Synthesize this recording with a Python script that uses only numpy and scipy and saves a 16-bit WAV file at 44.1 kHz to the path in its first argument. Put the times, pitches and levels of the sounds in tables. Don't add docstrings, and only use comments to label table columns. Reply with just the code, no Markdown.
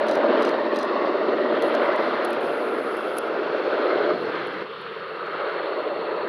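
import sys
import numpy as np
from scipy import signal
from scipy.fft import rfft, irfft, next_fast_len
from scipy.io import wavfile

SR = 44100
rng = np.random.default_rng(int(sys.argv[2]) if len(sys.argv) > 2 else 0)


def natural_amplitude(level_db):
    exponent = np.asarray(level_db, float) / 20
    return 10 ** exponent


def digitize_waveform(pressure):
    field = np.atleast_2d(pressure).T
    bounded = np.clip(field, -1, 1)
    quanta = np.round(bounded * 32767).astype(np.int16)
    wavfile.write(sys.argv[1], SR, quanta)


N = 276948

# time in seconds, roar level in dB, clearness in dB.
AIR_PATH = [(0, -21.5, -0.5), (.14, -22.5, -0.5), (.3, -19, -1), (.48, -22, 0), (.7, -25, -1.5),
            (1.05, -24.5, 2), (1.32, -23.5, -5), (1.85, -22.5, 4), (2.5, -25, 0.5), (3.2, -29, 1),
            (3.9, -21, 1), (4.11, -21.5, -0.5), (4.18, -28, -2), (4.36, -33, 9), (4.6, -33, 3.5),
            (5.05, -32.5, 3), (5.55, -24.5, -0.5), (6.28, -24.5, -2.5)]
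AIR_MEAN_DB, MIDDLE_S = -26.5, 3.14
# pitch in Hz, level in dB per Hz.
ROAR_COLOUR = [(100, -60), (150, -39), (200, -17.5), (240, -9.5), (290, -5.5), (340, 1), (520, 0),
               (680, -5), (800, -6.5), (1370, -9), (2030, -15.5), (2500, -22.5), (4200, -25.5), (4900, -36),
               (6000, -49.5), (7200, -64.5), (9000, -96.5)]
# pitch in Hz, share of fading, share of clearness,
# change with distance in dB per second, change in the shadow in dB.
AIR_RESPONSE = [(250, 0.65, 0.01, -2, -25), (418, 0.88, 0.01, 0.08, -0.5), (617, 0.88, .15, -.5, -6.5),
                (746, 0.63, 0.22, -0.2, -8.5), (1220, 0.93, 1, -0.1, 3.5), (2000, 0.6, 0.89, 0.23, -2.5),
                (3300, 0.7, 0.59, -0.24, 7), (4180, 0.23, 0.37, 0.1, -1.5), (5630, 0.3, 0.5, -0.5, -2.5)]
# time in seconds, half length in seconds, lift in dB.
TREBLE_EDDIES = [(.42, .1, 3), (.8, 0.1, 1), (1.1, .08, -2), (1.35, 0.13, 3), (2.25, 0.065, 0),
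                 (2.55, 0.29, -1), (3.5, .15, -0.5), (4.72, 0.088, -1.5), (5.2, .1, -2), (5.5, 0.23, 3),
                 (5.95, 0.21, -3)]
# time in seconds, half length in seconds, lift in dB.
LOW_EDDIES = [
    (.05, .15, -2),
    (.45, 0.083, 2),
    (1.1, 0.084, 0),
    (1.55, 0.36, 3),
    (4.1, .06, 0),
    (4.35, .1, 5.5),
    (5.3, .2, 3),
    (5.75, 0.6, -3),
]
BASS_TOP_HZ = 480
# time in seconds, half length in seconds,
# pitch in Hz, half width in octaves, lift in dB.
ROAR_PATCHES = [(1.85, 0.2, 2550, 0.36, -2.5), (2, .15, 1600, .2, -1), (3.98, .1, 390, .3, -2),
                (1.8, .15, 760, .25, 2.5), (1.1, .12, 560, .25, 3), (5.7, .12, 260, .25, -4),
                (2.33, .15, 780, 0.33, 3.5), (2.25, .15, 1650, .3, 2.5), (1.9, 0.13, 270, .3, -1),
                (4.4, .2, 1800, .2, 2.5), (4.4, 0.29, 3150, .2, 4.5), (5.2, .2, 500, .8, 0.5),
                (4.78, .1, 680, .25, -6), (4.6, .08, 700, .25, -5), (4.75, .1, 1900, .3, -4),
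                (4.72, .08, 270, .3, 15), (7.6, .12, 240, .2, -4), (5.2, .3, 3400, 0.39, -3),
                (6.0, .2, 260, .3, 2), (6.0, .2, 620, 0.27, -2), (0.27, .15, 640, 0.33, 0),
                (1.25, .15, 1200, 0.28, 4.5), (0.15, .15, 510, 0.28, 1)]
# time in seconds, half length in seconds, change in dB.
INTAKES_COVERED = [
    (2.95, 0.46, -18),
]
INTAKE_HZ, INTAKE_OCTAVES, INTAKE_SHARE = 3800, 0.11, 0.44
HAZE_FROM_S, HAZE_DB_PER_S = 4.26, -5


def roar(patch_db, flicker_db, flutter_db, treble_lead):
    shaped, hz, size = coloured(ROAR_COLOUR)
    roar_db, clear_db = in_time(AIR_PATH)
    clear_db = clear_db + swells(TREBLE_EDDIES)
    bass_db = swells(LOW_EDDIES)
    law_hz, *laws = np.transpose(AIR_RESPONSE)
    depth_db = in_time(BLADE_THROB)[1] * natural_amplitude(3.0 * drift(7.0))
    turns, elapsed, shade = blade_turns(), seconds() - MIDDLE_S, shadow()
    haze_db = HAZE_DB_PER_S * np.maximum(seconds() - HAZE_FROM_S, 0)
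    hidden_db = INTAKE_SHARE * swells(INTAKES_COVERED)
    pockets_db = np.array([swells([(s, half, db)]) for s, half, at_hz, octaves, db in ROAR_PATCHES])
    pocket_hz, pocket_octaves = np.transpose(ROAR_PATCHES)[2:4]
    out, gust, neighbour = np.zeros(N), drift(30.0), drift(4.0)
    for centre in 100 * 2 ** np.arange(0, 6.5, 1 / 3):
        window = np.cos(np.pi / 2 * np.clip(3 * np.log2(hz / centre), -1, 1)) ** 2
        fades, clears, loses, shaded_db = (np.interp(np.log(centre), np.log(law_hz), law) for law in laws)
        path_db = fades * (roar_db - AIR_MEAN_DB) + clears * clear_db
        path_db += loses * elapsed + shaded_db * shade
        path_db += np.clip(2 * np.log2(centre / INTAKE_HZ), 0, 1) * haze_db
        path_db += np.exp(-(np.log2(centre / INTAKE_HZ) / INTAKE_OCTAVES) ** 2) * hidden_db
        path_db += np.clip(2 * np.log2(BASS_TOP_HZ / centre) + 1, 0, 1) * bass_db
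        path_db += np.exp(-(np.log2(centre / pocket_hz) / pocket_octaves) ** 2) @ pockets_db
        treble = np.clip(np.log2(centre / 650), 0, 2)
        throb_db = depth_db * (1 - 0.39 * treble) * np.cos(2 * np.pi * (turns + treble_lead * treble))
        own = drift(1.9)
        flutter = np.roll(gust, int(40 * centre))
        air_db = patch_db * (own + neighbour) + flicker_db * gust + flutter_db * flutter
        out += natural_amplitude(path_db + throb_db + air_db) * irfft(shaped * window, size)[:N]
        neighbour = own
    return natural_amplitude(AIR_MEAN_DB - 1.0) * out


# time in seconds, lead in blade periods, throb depth in dB.
BLADE_THROB = [(0, .12, 1.2), (1, .27, 1.6), (2, .4, 1.2), (3, .5, .8), (4, .47, 1.0), (5, .35, 1.2),
               (6.28, .17, .9)]
BLADE_HZ = 16.2


def blade_turns():
    return BLADE_HZ * seconds() + in_time(BLADE_THROB)[0]


SHADOW_S, SHADOW_FALL_S, SHADOW_HOLD_S, SHADOW_LIFT_S = 4.64, 0.045, 0.15, 1


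def shadow():
    after = seconds() - SHADOW_S
    lift = 1 - (after - SHADOW_HOLD_S) / SHADOW_LIFT_S
    return np.clip(np.minimum(after / SHADOW_FALL_S, lift), 0, 1)


# time in seconds, first gap in Hz, strength from 0 to 1.
GROUND_ECHO = [(0, 655, 0.06), (.55, 670, 0.15), (.9, 783, 0.26), (1.5, 857, 0.17), (2, 825, 0),
               (2.5, 950, 0.09), (3.1, 930, 0.15), (3.7, 968, 0.2), (4.0, 900, 0.22), (4.5, 942, 0.18),
               (4.7, 792, 0.06), (5.3, 870, 0.15), (5.9, 805, 0.14), (6.28, 670, .2)]


def ground(x, dull_hz):
    gap_hz, strength = in_time(GROUND_ECHO)
    dull = signal.sosfilt(signal.butter(1, dull_hz, fs=SR, output="sos"), x)
    lag = SR / gap_hz - SR / (2 * np.pi * dull_hz)
    echo = np.interp(np.arange(N) - lag, np.arange(N), dull)
    return (x - strength * echo) / np.sqrt(1 + strength ** 2)


# side-on level in dB, share of fading, change tail-on in dB.
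WHINE_LEVELS = [
    (-34.5, 1.75, -3),
    (-51.5, 0.13, 0),
    (-59.5, 0.3, 5),
]
# pitch in Hz, width in Hz.
WHINE_PITCHES = [
    (592, 81),
    (2700, 220),
    (4300, 190),
]
# side-on level in dB, share of fading, change tail-on in dB.
EXHAUST_LEVELS = [
    (-63.5, 0.14, 24),
    (-56, 0.1, 14.5),
    (-64, 0.43, 14),
]
# pitch in Hz, width in Hz.
EXHAUST_PITCHES = [
    (450, 57),
    (1260, 200),
    (1480, 210),
]
TURN_S, TURN_TAKES_S = 2.33, 0.16


def whines(pitches, levels):
    fading_db = in_time(AIR_PATH)[0] - AIR_MEAN_DB
    tail_on = (1 + np.tanh((seconds() - TURN_S) / TURN_TAKES_S)) / 2
    out = []
    for (hz, width), (side_db, fades, turn_db) in zip(pitches, levels):
        level_db = side_db + fades * fading_db + turn_db * tail_on + 0.28 * drift(7.8)
        out.append(natural_amplitude(level_db) * narrow_noise(hz, width))
    return out


# pitch in Hz, width in Hz, level in dB, loudest time in seconds, # half length in
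# seconds.
PASSING_HUMS = [(347, 40, -37.5, 1.1, 0.62), (944, 22, -40.5, 0.48, 0.77), (1120, 90, -36, .95, 0.25),
                (1817, 220, -40, 0.74, 0.35), (1857, 190, -39, 1.45, 0.25), (2040, 130, -42, 1.95, 0.17),
                (1376, 140, -38.5, 2.9, 0.56), (2134, 100, -44.5, 4, 0.1), (1280, 130, -46.5, 5.5, 0.2),
                (1260, 140, -37.5, 6.7, 0.25), (3270, 120, -52, 1.8, 0.46), (1000, 220, -39.5, .4, .12),
                (930, 180, -41.5, 6.2, .12)]


def passing_hums():
    out = np.zeros(N)
    for hz, width, db, s, half in PASSING_HUMS:
        swell = np.exp(-((seconds() - s) / half) ** 2)
        out += natural_amplitude(db) * swell * narrow_noise(hz, width)
    return out


# multiple of the tail blade rate, level in dB rms.
TAIL_TONES = [
    (1, -72.5),
    (2, -59.5),
    (3, -42.5),
    (4, -44.5),
]
# time in seconds, level in dB.
TAIL_LEVEL = [(0, -2), (2.1, -3.5), (2.6, -10), (6.28, -32)]
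TAIL_HZ = 75.4


def tail_rotor():
    turns = np.cumsum(TAIL_HZ * (1 + .002 * drift(1.5))) / SR
    hum = np.zeros(N)
    for multiple, db in TAIL_TONES:
        tone = np.sqrt(2) * np.sin(2 * np.pi * multiple * turns)
        hum += natural_amplitude(db + 1.8 * drift(2.5)) * tone
    return natural_amplitude(in_time(TAIL_LEVEL)[0]) * hum


# time in seconds, peak in dB.
WAKE_SLAPS = [(0.009, -11), (0.096, -8), (0.118, -17), (0.163, -19), (0.201, -10.5), (0.243, -8.5),
              (0.304, -13), (0.339, -17), (0.402, -20), (0.484, -17), (0.547, -15), (0.604, -17),
              (0.667, -15), (0.735, -13.5), (0.844, -15), (0.957, -16), (1.047, -12.5), (1.072, -14),
              (1.152, -15.5), (1.214, -17), (1.64, -14), (1.749, -10), (1.894, -19), (2.074, -13),
              (3.92, -22), (4.005, -18), (4.104, -16)]
SLAP_HZ, SLAP_WIDTH_HZ, SLAP_RISE_S, SLAP_DB = 599, 56, .004, -6.5


def slaps():
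    pushes = np.zeros(N)
    for s, peak_db in WAKE_SLAPS:
        pushes[round(s * SR)] = natural_amplitude(peak_db + SLAP_DB)
    rung = resonate(pushes + 1e-18, SLAP_HZ, SLAP_WIDTH_HZ)
    softened = resonate(rung, SLAP_HZ, 1 / SLAP_RISE_S)
    return softened * SR / (2 * np.pi * SLAP_WIDTH_HZ) * 2


# time in seconds, peak in dB, pitch in Hz.
EXHAUST_CRACKS = [(0.0618, -19, 1050), (0.2324, -17, 1165), (0.2823, -16, 964), (0.3257, -16, 1060),
                  (0.3556, -17, 1040), (0.404, -19.5, 1200), (0.4753, -13, 1160), (0.6579, -20, 969),
                  (0.6913, -20, 953), (0.7233, -20, 999), (0.9123, -20, 1110), (0.9632, -12.5, 1110),
                  (1.0944, -20, 1100), (1.1458, -18, 1220), (1.4551, -21.5, 1060), (1.502, -21.5, 1120),
                  (1.5668, -20.5, 1096), (1.6462, -20.5, 1130), (1.8816, -13, 993), (1.9455, -16.5, 1010),
                  (2.0014, -15, 1270), (2.1335, -18.5, 1410), (2.1829, -16, 950), (2.5411, -20.5, 1350),
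                  (2.6778, -22, 1340), (2.7232, -18.5, 1330), (2.8779, -20.5, 1250), (2.9128, -21, 1290),
                  (2.9592, -22.5, 1250), (3.0076, -20.5, 1160), (3.0759, -21.5, 1490),
                  (3.1687, -19.5, 1370), (3.2839, -24, 1330), (3.3633, -21, 940), (3.475, -20.5, 960),
                  (3.5468, -19.5, 1420), (3.7304, -15.5, 1435), (4.1061, -12.5, 1230),
                  (4.2273, -22.5, 1120), (4.3435, -19, 1260), (4.4164, -19, 1520), (4.4817, -21.5, 1540),
                  (4.5176, -23.5, 1430), (4.7277, -24, 1240), (4.8638, -25, 1240), (5.228, -20, 1220),
                  (5.2769, -21.5, 1420), (5.3248, -21.5, 1320), (5.3911, -19.5, 1260), (5.5423, -17, 1355),
                  (5.7304, -18, 1220), (5.9903, -22.5, 1280)]
CRACK_WIDTH_HZ, CRACK_DB = 260, -4.5
# time in seconds, peak in dB, pitch in Hz.
TAIL_THUMPS = [(2.166, -19, 458), (2.312, -20, 563), (2.382, -14, 410), (2.783, -16.5, 370),
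               (2.926, -19, 377), (3.102, -19, 374), (3.297, -20, 458), (3.343, -20, 476),
               (3.391, -17.5, 388), (3.461, -15, 414), (3.546, -13, 610), (3.593, -20, 498),
               (3.675, -21.5, 466), (3.739, -15, 474), (3.78, -10.5, 557), (3.891, -14, 528),
               (3.956, -11.5, 371), (4.005, -12, 458), (4.235, -20, 366), (4.296, -19, 470),
               (4.463, -16, 460), (4.681, -30, 470), (5.334, -23, 406), (5.397, -22, 560),
               (5.437, -14, 504), (5.559, -18, 560), (5.674, -22, 584), (5.714, -22, 510),
               (5.783, -14.5, 600), (5.838, -17, 586), (5.888, -19.5, 466), (5.987, -21, 425),
               (6.043, -18, 458), (6.115, -21, 410), (6.2, -25, 458), (6.245, -18, 490)]
THUMP_WIDTH_HZ, THUMP_DB = 82, -7
# time in seconds, peak in dB.
TIP_SNAPS = [
    (3.909, -27.5),
    (3.9544, -29),
    (4.1044, -28.5),
    (4.2316, -29.5),
    (4.2959, -27),
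    (4.3535, -26),
    (4.4095, -29),
    (4.6074, -29.5),
    (4.7274, -33.5),
]
TIP_LOW_HZ, TIP_HIGH_HZ, TIP_T60_S, TIP_DB = 1800, 4200, 0.021, -3


def cracks():
    span = np.arange(2000) / SR
    out = np.zeros(N + len(span))
    low_cut = signal.butter(2, TIP_LOW_HZ, "high", fs=SR, output="sos")
    top_cut = signal.butter(8, TIP_HIGH_HZ, fs=SR, output="sos")
    band = np.vstack([low_cut, top_cut])
    for s, peak_db in TIP_SNAPS:
        puff = rng.standard_normal(len(span)) * natural_amplitude(-60 * span / TIP_T60_S)
        at = round(s * SR)
        out[at:at + len(span)] += natural_amplitude(peak_db + TIP_DB) * signal.sosfilt(band, puff)
    exhaust_cracks = rings(EXHAUST_CRACKS, CRACK_WIDTH_HZ, CRACK_DB)
    return out[:N] + exhaust_cracks + rings(TAIL_THUMPS, THUMP_WIDTH_HZ, THUMP_DB)


def rings(events, width_hz, lift_db):
    span = np.arange(2000) / SR
    out = np.zeros(N + len(span))
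    decay = np.pi * width_hz * span
    envelope = np.e * decay * np.exp(-decay)
    for s, peak_db, hz in events:
        at = round(s * SR)
        out[at:at + len(span)] += natural_amplitude(peak_db + lift_db) * envelope * np.sin(2 * np.pi * hz * span)
    return out[:N]


RELEASES = [
    .0687,
    .4068,
    .7447,
]
# seconds after release, peak in dB, share of low modes in dB,
# time to die by 60 dB in seconds.
SHUTTER_CYCLE = [(0, -45, -13, 0.016), (0.015, -37.5, -3, 0.012), (.0225, -41, 1, 0.012),
                 (.03, -59, -2, .015), (0.043, -36, -1.5, 0.011), (0.0516, -43.5, -2.5, 0.012),
                 (.062, -54, 0, 0.071), (.071, -50, -2, 0.011), (.080, -53, 0, 0.033),
                 (.085, -38.5, -3, 0.012), (.098, -57, -4, 0.021), (0.105, -48, -4.5, .012)]
# pitch in Hz, width in Hz, level in dB.
CAMERA_MODES = [(4020, 570, 19), (4800, 960, 15), (5720, 510, 12), (8730, 500, 0.5), (10100, 600, 0),
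                (11200, 800, -2.5), (12500, 1000, -12), (14300, 1500, -19)]


def camera():
    events = [(s + lag, *rest) for s in RELEASES for lag, *rest in SHUTTER_CYCLE]
    return ticks(events, CAMERA_MODES, lift_db=6.5, snap=2.2)


# time in seconds, peak in dB, share of low modes in dB,
# time to die by 60 dB in seconds.
BUTTON_CLICKS = [(1.6228, -35, -3, 0.012), (1.742, -44, -15, 0.01), (1.7506, -44, 8.5, 0.0073),
                 (1.9609, -43.5, -3, 0.012), (1.974, -64, -8.5, 0.01), (2.1495, -56, -18, 0.01),
                 (2.2465, -40.5, -8, 0.011), (2.2495, -30, -12, 0.022), (2.3054, -37, -24, 0.01),
                 (2.3316, -37.5, -5, 0.01), (2.3464, -48.5, -11, 0.01), (2.9687, -39.5, -38, 0.01),
                 (3.0097, -46, -11, 0.0087), (3.2744, -57, -12.5, 0.01), (4.4707, -46, -9, 0.013),
                 (4.8145, -48, -16, 0.0092), (5.2565, -59.5, -8.5, 0.01), (5.2653, -62.5, 7.5, 0.011)]
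# time in seconds, peak in dB, share of low modes in dB,
# time to die by 60 dB in seconds.
STOP_RATTLE = [
    (3.1692, -41, -12, .02),
    (3.1812, -26, -25, .011),
    (3.1855, -23, -25, .004),
]
# pitch in Hz, width in Hz, level in dB.
CASING_MODES = [(3400, 1550, 15.5), (4740, 560, 4.5), (5970, 380, 4), (9500, 590, -9.5), (9950, 830, 3.5),
                (10800, 980, 1.5), (13050, 2000, -9), (15000, 1800, -14.5)]
# pitch in Hz, level in dB per Hz.
RUB_COLOUR = [(5000, -44), (6900, -33.5), (7700, -28.5), (8600, -5), (9800, -2.5), (11000, -4.5),
              (12500, -8.5), (15000, -19), (16500, -24.5)]
# time in seconds, half length in seconds, rise in dB.
HAND_RUBS = [
    (1.72, 0.14, 6.1),
    (1.85, .04, 8),
    (2.05, .1, 9),
    (2.3, 0.11, 8),
    (3.75, 0.44, 2),
    (4.22, 0.041, 4),
]
HISS_DB = -77
# pitch in Hz, level in dB per Hz.
MOTOR_COLOUR = [(5000, -42.5), (6400, -11.5), (7200, -16.5), (7800, -25), (8800, -6), (9800, -5),
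                (10500, 2), (11300, -11), (12400, -9), (13200, -13), (14000, -15), (14800, -12.5),
                (15800, -19), (17000, -29.5)]


def recorder_body():
    rubs = natural_amplitude(HISS_DB + swells(HAND_RUBS) + .7 * drift(15.0)) * hiss(RUB_COLOUR)
    motor = zoom_gain() * natural_amplitude(.7 * drift(25.0)) * hiss(MOTOR_COLOUR)
    clicks = ticks(BUTTON_CLICKS + STOP_RATTLE, CASING_MODES, lift_db=3.5, snap=5.8)
    return rubs + motor + clicks + snaps(low_hz=2000, high_hz=11540)


# start in seconds, end in seconds, level in dB.
MOTOR_RUNS = [
    (1.627, 1.701, -60.5),
    (2.403, 3.173, -62),
    (3.166, 3.196, -55),
    (3.199, 3.288, -67.5),
]
ZOOM_EDGE_S, ZOOM_KICK_DB, ZOOM_KICK_S = 0.006, 2, 0.031


def zoom_gain():
    t = seconds()
    gain = np.zeros(N)
    for start, end, level_db in MOTOR_RUNS:
        ramp = np.clip(np.minimum(t - start, end - t) / ZOOM_EDGE_S, 0, 1)
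        kick_db = ZOOM_KICK_DB * np.exp(-np.abs(t - start) / ZOOM_KICK_S)
        gain += ramp * natural_amplitude(level_db + kick_db)
    return gain


# time in seconds, peak in dB.
LATCH_SNAPS = [
    (1.624, -37),
    (1.75, -43),
    (2.2481, -28),
    (2.9693, -30.5),
    (4.47, -53),
]
# time in seconds, peak in dB.
END_STOP = (3.1857, -10.5)
PORT_GAP_HZ, PORT_GAP_WIDTH_HZ, PORT_GAP_SHARE = 6960, 4100, 0.85


def snaps(low_hz, high_hz):
    knocks = np.zeros(N)
    for s, peak_db in LATCH_SNAPS + [END_STOP]:
        knocks[round(s * SR)] = natural_amplitude(peak_db + 4.0)
    band = signal.butter(2, [low_hz, high_hz], "band", fs=SR, output="sos")
    wide = signal.sosfilt(band, knocks + 1e-18)
    return wide - PORT_GAP_SHARE * resonate(wide, PORT_GAP_HZ, PORT_GAP_WIDTH_HZ)


SPLIT_HZ, TICK_RISE_S = 7600, 0.0011


def ticks(events, modes, lift_db, snap):
    span = 4000
    out = np.zeros(N + span)
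    t = np.arange(span) / SR
    for s, peak_db, low_db, t60 in events:
        burst = rng.standard_normal(span)
        burst[0] = snap
        burst *= natural_amplitude(-60 * t / max(t60, .004))
        burst[1:] *= np.minimum(t[1:] / TICK_RISE_S, 1)
        rung = np.zeros(span)
        for hz, width, db in modes:
            share_db = low_db if hz < SPLIT_HZ else 0
            rung += natural_amplitude(db + share_db) * resonate(resonate(burst, hz, width), hz, width)
        at = round(s * SR)
        out[at:at + span] += natural_amplitude(peak_db + lift_db) * rung
    return out[:N]


# pitch in Hz, level in dB per Hz.
WIND_COLOUR = [(25, -66), (50, -49), (80, -28), (110, -18.5), (165, -6), (200, -6), (300, -19.5),
               (600, -65.5)]
# time in seconds, half length in seconds, rise in dB.
WIND_GUSTS = [
    (2.5, .1, 2.7),
    (3.65, 0.079, 3.5),
    (4.15, 0.081, 7.4),
    (4.6, 0.42, 5.9),
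    (6.28, 0.13, 1.8),
]
WIND_DB, WIND_RISE_DB_PER_S = -57, 0.5


def wind():
    level_db = WIND_DB + WIND_RISE_DB_PER_S * seconds() + swells(WIND_GUSTS) + 2.5 * drift(3.3)
    return natural_amplitude(level_db) * hiss(WIND_COLOUR)


def hiss(spectrum):
    shaped, hz, size = coloured(spectrum)
    return irfft(shaped, size)[:N]


def coloured(spectrum):
    size = next_fast_len(N)
    hz = np.maximum(np.arange(size // 2 + 1) * SR / size, 1)
    point_hz, point_db = np.transpose(spectrum)
    colour_db = np.interp(np.log(hz), np.log(point_hz), point_db)
    shaped = rfft(rng.standard_normal(size)) * natural_amplitude(colour_db)
    return shaped / np.std(irfft(shaped, size)), hz, size


def narrow_noise(hz, width):
    return rms_one(resonate(resonate(rng.standard_normal(N), hz, width), hz, width))


def resonate(x, hz, width):
    r = np.exp(-np.pi * width / SR)
    top = np.array([1, 0, -1]) * (1 - r * r) / 2
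    return signal.lfilter(top, [1, -2 * r * np.cos(2 * np.pi * hz / SR), r * r], x)


def rms_one(x):
    return x / np.sqrt(np.mean(x ** 2) + 1e-20)


def seconds():
    return np.arange(N) / SR


def in_time(rows):
    s, *columns = np.transpose(rows)
    return [np.interp(seconds(), s, c) for c in columns]


def swells(events):
    return sum(rise_db * np.exp(-((seconds() - s) / half) ** 2) for s, half, rise_db in events)


def drift(rate):
    r = np.exp(-80 * np.pi * rate / SR)
    noise = rng.standard_normal(N // 40 + 2002)
    slow = signal.lfilter([1], [1, -2 * r, r * r], noise)[2000:]
    return np.interp(np.arange(N) / 40, np.arange(len(slow)), rms_one(slow))


def scene():
    rotor = roar(patch_db=0.69, flicker_db=0.48, flutter_db=1.2, treble_lead=0.17)
    helicopter = ground(rotor, dull_hz=3470) + tail_rotor()
    chop = natural_amplitude(1.2 * in_time(BLADE_THROB)[1] * np.cos(2 * np.pi * blade_turns()))
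    duct, gearbox, turbine = whines(WHINE_PITCHES, WHINE_LEVELS)
    turbine = natural_amplitude(swells(INTAKES_COVERED)) * turbine
    exhaust = sum(whines(EXHAUST_PITCHES, EXHAUST_LEVELS))
    helicopter += chop * (duct + gearbox + turbine + exhaust + passing_hums())
    helicopter += slaps() + cracks()
    return (helicopter + camera() + recorder_body() + wind())[None]


def roll_off(x):
    return signal.sosfilt(signal.butter(12, 15830, fs=SR, output="sos"), x)


DUCK_S, DUCK_DB, DUCK_ATTACK_S, DUCK_RELEASE_S = 4.625, -4.5, 0.008, 0.52


def record(dry):
    after = np.maximum(seconds() - DUCK_S, 0)
    dip = np.minimum(after / DUCK_ATTACK_S, 1) * np.exp(-after / DUCK_RELEASE_S)
    ducked = dry * natural_amplitude(DUCK_DB * dip)
    treble = signal.butter(4, 10500, "high", fs=SR, output="sos")
    self_noise = natural_amplitude(-81.5) * signal.sosfilt(treble, rng.standard_normal(dry.shape))
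    top_cut = signal.cheby2(12, 60, 16430, fs=SR, output="sos")
    mix = signal.sosfilt(top_cut, ducked + self_noise)
    return roll_off(mix)


dry = scene()
out = record(dry)
digitize_waveform(out)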